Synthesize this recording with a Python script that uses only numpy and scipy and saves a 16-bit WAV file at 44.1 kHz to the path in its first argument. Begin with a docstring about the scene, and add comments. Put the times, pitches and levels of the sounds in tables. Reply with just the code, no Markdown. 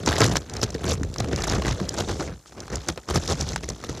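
"""A thin kite sail shifts in a light wind, right at the microphone, over a faint rumble and microphone hiss.
It starts with strong flexes, each a shower of tiny buckles: crinkle on top, crumple and flap below,
and a low billow of pushed air. From the start, creases snap with a falling chirp and slack folds pop.
Between 0.6 and 1.9 s taut panels drum now and then. At 2 s the film slides over itself with a soft hiss.
After a lull near 2.5 s the flexing picks up again, and the film slides again at 3.2 s."""
import sys
import numpy as np
from scipy import signal
from scipy.fft import rfft, irfft
from scipy.io import wavfile
from scipy.ndimage import uniform_filter1d

SR = 44100
rng = np.random.default_rng(int(sys.argv[2]) if len(sys.argv) > 2 else 0)


def digitize_waveform(pressure):
    """Quantize a signal to 16-bit integers and store it at the path in sys.argv[1].

    Rows of a 2-D input are taken as channels; values are limited to [-1, 1].
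    """
    field = np.atleast_2d(pressure).T
    bounded = np.clip(field, -1, 1)
    quanta = np.round(bounded * 32767).astype(np.int16)
    wavfile.write(sys.argv[1], SR, quanta)


N = 176400
TIME = np.arange(N) / SR


def rustle():
    """The flexing sail: the same clumps of buckles drive four voices, from treble to deep bass."""
    # tone of each voice: f/Hz, level/dB
    crinkle_tone = [(1200, -21), (2600, -14), (3500, -4), (4800, -2.5), (6200, 1), (7300, -2.5),
                    (8700, -13), (10800, -11), (14500, -17)]
    crumple_tone = [(300, -33.5), (700, -2.5), (950, -4), (1300, -1), (2000, -3), (2700, -5), (4000, -11),
                    (9000, -64)]
    flap_tone = [(70, -35), (180, -1), (280, 1), (430, 1.5), (650, -6.5), (1000, -24.5), (4000, -76.5)]
    billow_tone = [(20, -41), (36, -16.5), (52, 6.5), (75, 4), (110, 0), (170, -5), (280, -22.5),
                   (1500, -96)]
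    clumps = drift(rate_hz=84.6)
    high_rings = facets(buckles(clumps, clump_db=4.5), low_hz=2540, high_hz=10850)
    mid_rings = facets(buckles(clumps, clump_db=4.0), low_hz=609, high_hz=3120)
    crinkle = even(colour(high_rings, crinkle_tone), span_s=0.028)
    crumple = even(colour(mid_rings, crumple_tone), span_s=0.028)
    flap = even(colour(buckles(clumps, clump_db=4.5), flap_tone), span_s=0.018)
    billow = even(colour(buckles(clumps, clump_db=3.5), billow_tone), span_s=0.0084)
    return (from_db(-1.68) * crinkle * flexing(voice=0, lag_s=0, linger=0.94)
            + from_db(-2.5) * crumple * flexing(voice=1, lag_s=0, linger=0.96)
            + from_db(-3.5) * flap * flexing(voice=2, lag_s=0.0011, linger=0.78)
            + from_db(-1.55) * billow * flexing(voice=3, lag_s=0.0056, linger=1.38))


def flexing(voice, lag_s, linger, rise=0.66, roundness=1.99):
    """Loudness of one voice: each flex swells, then dies away more slowly, over a steady stirring."""
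    # flexes of the sail: t/s, length/ms, then level/dB of crinkle, crumple, flap and billow
    flexes = [(0.081, 28.5, -24, -21.5, -16.5, -19.5), (0.132, 55, -36.5, -30, -33, -44),
              (0.186, 55, -26.5, -27, -26.5, -40), (0.216, 19, -20.5, -15.5, -10.5, -15.5),
              (0.237, 32, -20, -22.5, -20, -18.5), (0.308, 60, -38, -34, -42, -24.5),
              (0.365, 15.5, -27.5, -29, -25, -28), (0.583, 138, -46.5, -37.5, -33.5, -30),
              (0.634, 19.5, -30, -29, -23, -23), (0.75, 10.5, -37.5, -33.5, -25.5, -27),
              (0.868, 85, -35, -32.5, -24.5, -24), (0.907, 38, -26.5, -30.5, -28.5, -24),
              (1.017, 72, -64, -59, -30.5, -23), (1.204, 42, -42.5, -39, -27.5, -23),
              (1.285, 62, -46, -42.5, -26, -29.5), (1.333, 24, -36, -30, -21, -21.5),
              (1.396, 42, -37, -30.5, -29, -25), (1.44, 15, -30.5, -29, -46, -36),
              (1.49, 57, -31, -29.5, -31, -24), (1.538, 50, -33, -27.5, -23.5, -21.5),
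              (1.586, 26, -54, -51, -26, -25.5), (1.653, 48, -41, -33.5, -25.5, -26),
              (1.682, 34, -30.5, -26.5, -28, -19), (1.717, 22.5, -34, -35, -35, -22.5),
              (1.814, 48, -61, -46, -26.5, -29.5), (1.946, 15, -41.5, -32.5, -30, -47),
              (1.996, 39, -30, -29, -23.5, -28), (2.1, 38.5, -35, -33, -25.5, -26),
              (2.211, 21.5, -36.5, -29.5, -22, -48), (2.285, 55, -60, -41, -35, -30),
              (2.597, 74, -67, -44.5, -37, -40.5), (2.733, 51, -40, -35.5, -28.5, -26),
              (2.892, 28.5, -34.5, -35.5, -25, -29), (2.977, 16.5, -63, -38, -32, -37),
              (3.106, 33.5, -31.5, -30, -24.5, -23), (3.159, 22.5, -25, -24.5, -15.5, -16.5),
              (3.231, 51, -36.5, -40.5, -34.5, -31), (3.308, 35, -26, -26.5, -21, -21.5),
              (3.405, 45, -35, -35.5, -29, -23), (3.505, 76, -37, -39, -34, -28),
              (3.642, 22, -38, -46, -31.5, -29.5), (3.7, 31, -37.5, -39, -28, -28),
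              (3.845, 10.5, -37.5, -48, -32.5, -47), (3.896, 17, -37.5, -39, -27, -25.5)]
    # stirring between flexes: t/s, treble level/dB, bass level/dB
    stirring = [(0.0, -46, -34), (0.3, -34.5, -24), (0.47, -54, -45), (0.7, -49.5, -38.5), (1.1, -52, -41),
                (1.5, -45.5, -31.5), (1.78, -43, -35.5), (2.05, -46, -33), (2.25, -46, -32.5),
                (2.43, -62.5, -62), (2.52, -55, -49.5), (2.82, -46, -43.5), (3.06, -56, -54.5),
                (3.2, -45.5, -40.5), (3.55, -48, -40), (3.76, -49.5, -44), (4.0, -42.5, -35.5)]
    stir = np.array(stirring)
    power = from_db(np.interp(TIME, stir[:, 0], stir[:, 1 + voice // 2])) ** 2
    for s, length_ms, *levels_db in flexes:
        since = (TIME - s - lag_s) * 1000 / length_ms
        away = np.maximum(-since / rise, since / linger)  # 0 at the peak, 1 where it is 10 dB down
        near = away < 4
        power[near] += from_db(levels_db[voice] - 10 * away[near] ** roundness) ** 2
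    return np.sqrt(power)


def buckles(clumps, clump_db, per_s=1900, spread_db=2.5):
    """The film buckles in tiny clicks of uneven size, louder in clumps."""
    clicks = rng.random(N) < per_s / SR
    sizes_db = spread_db * np.minimum(rng.exponential(1, N), 4)
    return clicks * rng.choice([-1, 1], N) * from_db(sizes_db + clump_db * clumps)


def facets(clicks, low_hz, high_hz, count=16, sharpness=4.9):
    """Each buckle briefly rings one facet (a flat patch of film); a clump stays on nearby facets."""
    place = 0.4 * drift(rate_hz=70) + 0.14 * rng.standard_normal(N)
    struck = np.round(count * place) % count
    out = np.zeros(N)
    for k, hz in enumerate(np.geomspace(low_hz, high_hz, count)):
        out += signal.lfilter([1, 0, -1], resonance(hz, hz / sharpness), clicks * (struck == k) + 1e-18)
    return out


def snaps(gain_db=-17.5, slips_per_s=2900, slip_s=0.0024):
    """A buckle runs along a crease: a click and a few quick slips ring at that crease's own high pitch."""
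    # creases snapping through: t/s, relative level/dB
    creases = [(0.061, -12.5), (.359, -26), (0.3693, -9), (0.4974, -25), (0.5373, -22.5), (0.567, -19),
               (0.615, -16.5), (0.6305, -11), (0.6364, -11), (0.7045, -23.5), (0.7438, -23), (1.033, -24),
               (1.1405, -25), (1.1838, -17), (1.2011, -18.5), (1.3607, -16.5), (1.421, -17), (1.498, -13.5),
               (1.8917, -12), (1.9417, -23.5), (1.9834, -17), (2.604, -23), (2.757, -15), (2.886, -11),
               (3.16, -12), (3.277, -15), (3.4104, -11.5), (3.489, -17.5), (3.5605, -18.5), (3.69, -18),
               (3.7, -21)]
    out, t = np.zeros(N), TIME[:SR // 50]
    for s, db in creases:
        slipping = rng.random(len(t)) < slips_per_s / SR
        slips = 0.73 * slipping * rng.standard_normal(len(t)) * np.exp(-(t / slip_s) ** 2)
        slips[0] = 1  # the opening click
        poles = resonance(hz=5990 + 490 * rng.uniform(-1.45, 1),
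                          width_hz=2590 * 2 ** rng.uniform(-0.44, 0.6))
        ring = signal.lfilter([1, 0, -1], np.convolve(poles, poles), slips)
        add(out, s, from_db(db + gain_db) * (rms_one(ring) + 0.17 * rms_one(slips)))
    return out


def pops(push_db=1.5, rattle_s=0.0027, ring_s=0.015):
    """A slack fold flips over: one dull push, a brief rattle of smaller ones and a papery ring."""
    # folds popping: t/s, relative level/dB, ring f/Hz
    folds = [(0.119, -12, 694), (0.128, -11.5, 1870), (0.315, -16, 1010), (0.356, -9.5, 756),
             (0.368, -11.5, 1290), (1.033, -23, 1830), (1.161, -21.5, 1160), (1.204, -11.5, 730),
             (1.245, -20.5, 846), (1.658, -17, 2020), (1.621, -15.5, 1080), (1.801, -22, 1220),
             (2.093, -18, 840), (2.198, -19.5, 845), (2.459, -36, 1280), (2.523, -32.5, 754),
             (2.584, -33, 1050), (2.68, -27.5, 1100), (2.888, -9, 1130), (2.976, -20, 690),
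             (3.089, -20, 1280), (3.158, -12.5, 710), (3.561, -13, 950), (3.64, -26.5, 2120),
             (3.839, -22, 1270)]
    # tone of the push: f/Hz, level/dB
    push_tone = [(80, -6), (300, -6), (1300, 4), (2700, -4.5), (4500, -6), (8000, -14.5), (14000, -29.5)]
    pushes, rings, t = np.zeros(N), np.zeros(N), TIME[:SR // 25]
    for s, db, hz in folds:
        push = 0.16 * rng.standard_normal(len(t)) * np.exp(-t / rattle_s)
        push[0] = 1  # the main push, ahead of the rattle
        add(pushes, s, from_db(db + push_db) * push)
        add(rings, s, 0.58 * from_db(db - 60 * t / ring_s) * np.sin(2 * np.pi * hz * t))
    click_peak = np.abs(colour(signal.unit_impulse(N), push_tone)).max()
    return colour(pushes, push_tone) / click_peak + rings


def drums(ring_s=0.097, sag_per_s=1.6):
    """A panel pulled taut gives a short hollow note whose pitch sags as it slackens."""
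    # panels drumming: t/s, level/dB, starting f/Hz
    panels = [(.631, -20, 440), (0.749, -21, 470), (0.916, -21, 490), (1.011, -20, 289), (1.58, -15.5, 196),
              (1.814, -18.5, 198)]
    out, t = np.zeros(N), TIME[:SR // 5]
    for s, db, hz in panels:
        note = np.sin(2 * np.pi * hz * t * np.exp(-sag_per_s * t))
        add(out, s, from_db(db - 60 * t / ring_s) * note)
    return out


def slides():
    """Two layers of film rub together with a smooth hiss."""
    # spells of rubbing: start t/s, end t/s, level/dB
    rubs = [(2.004, 2.266, -47), (2.473, 2.476, -48.5), (3.2, 3.546, -50)]
    # tone of the hiss: f/Hz, level/dB
    hiss_tone = [(1500, -23), (3500, -8), (6500, -1.5), (9000, -13.5), (14000, -51)]
    level = sum(from_db(db) * np.interp(TIME, [start - 0.01, start, end, end + 0.024], [0, 1, 1, 0])
                for start, end, db in rubs)
    return level * rms_one(colour(rng.standard_normal(N), hiss_tone))


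def mic_chirp(x):
    """A resonance near 4 kHz, likely the microphone's, gives each click a falling chirp and short ring."""
    # pitches that linger: f/Hz, width/Hz
    lingering = [(4050, 110), (4300, 480)]
    for hz, width_hz in lingering:
        poles = resonance(hz, width_hz)
        x = signal.lfilter(poles[::-1], poles, x)  # delays these pitches without changing their level
    return x


def noise_floor(level_db=-62.5):
    """A faint steady low rumble and thin microphone hiss."""
    # tone of the rumble and hiss: f/Hz, level/dB
    floor_tone = [(40, -15), (70, -6), (400, -17), (1500, -54), (7000, -18), (14500, -31)]
    return from_db(level_db) * rms_one(colour(rng.standard_normal(N), floor_tone))


def from_db(db):
    """Turn decibels into a factor to multiply by."""
    return 10 ** (np.asarray(db) / 20)


def rms_one(x):
    """Scale a sound so that its average level (rms) is 1."""
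    return x / np.sqrt(np.mean(x ** 2) + 1e-20)


def colour(x, tone):
    """Give a sound the tone drawn by a list of (f/Hz, level/dB) points."""
    hz, db = np.transpose(tone)
    size = 2 * N
    grid_hz = np.maximum(np.arange(N + 1) * SR / size, 1)
    gains = from_db(np.interp(np.log(grid_hz), np.log(hz), db))
    cepstrum = irfft(np.log(gains))
    # minimum phase: the filter rings after a click, never before it
    cepstrum[1:N] *= 2
    cepstrum[N + 1:] = 0
    return irfft(rfft(x, size) * np.exp(rfft(cepstrum)))[:N]


def resonance(hz, width_hz):
    """Feedback weights of a filter that rings at one pitch; the narrower, the longer it rings."""
    r = np.exp(-np.pi * width_hz / SR)
    return np.array([1, -2 * r * np.cos(2 * np.pi * hz / SR), r * r])


def drift(rate_hz):
    """A smooth random wobble with a typical size of 1."""
    return rms_one(signal.sosfilt(signal.butter(2, rate_hz, fs=SR, output="sos"), rng.standard_normal(N)))


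def even(x, span_s):
    """Hold the running level at 1, keeping the grain that is finer than the span."""
    size = int(span_s * SR)
    power = uniform_filter1d(uniform_filter1d(x ** 2, size), size)
    return x / np.sqrt(np.abs(power) + 1e-12)


def add(track, s, sound):
    """Mix a sound into a track, starting at s seconds."""
    start = int(np.clip(s * SR, 0, N - 1))
    track[start:start + len(sound)] += sound[:N - start]


def scene(wander=0.26, stereo_above_hz=4500):
    """The sail over a faint rumble and microphone hiss; only the treble differs between the ears."""
    sail = mic_chirp(rustle() + snaps() + pops() + drums() + slides())
    floor_mid, floor_side = noise_floor(), noise_floor()
    # the treble of each buckle reaches one ear first
    ear_lead = wander * np.tanh(2 * drift(rate_hz=230))
    side = ear_lead * np.gradient(sail) + floor_side
    side = signal.sosfiltfilt(signal.butter(10, stereo_above_hz, "high", fs=SR, output="sos"), side)
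    return sail + floor_mid + np.array([side, -side])


def record(dry, low_cut_hz=56.6, high_cut_hz=15400):
    """Cut the deepest rumble, round off the peaks, then cut the highest treble."""
    trimmed = signal.sosfilt(signal.butter(3, low_cut_hz, "high", fs=SR, output="sos"), dry)
    rounded = np.tanh(trimmed)
    return signal.sosfilt(signal.cheby2(16, 60, high_cut_hz, fs=SR, output="sos"), rounded)


dry = scene()
out = record(dry)
digitize_waveform(out)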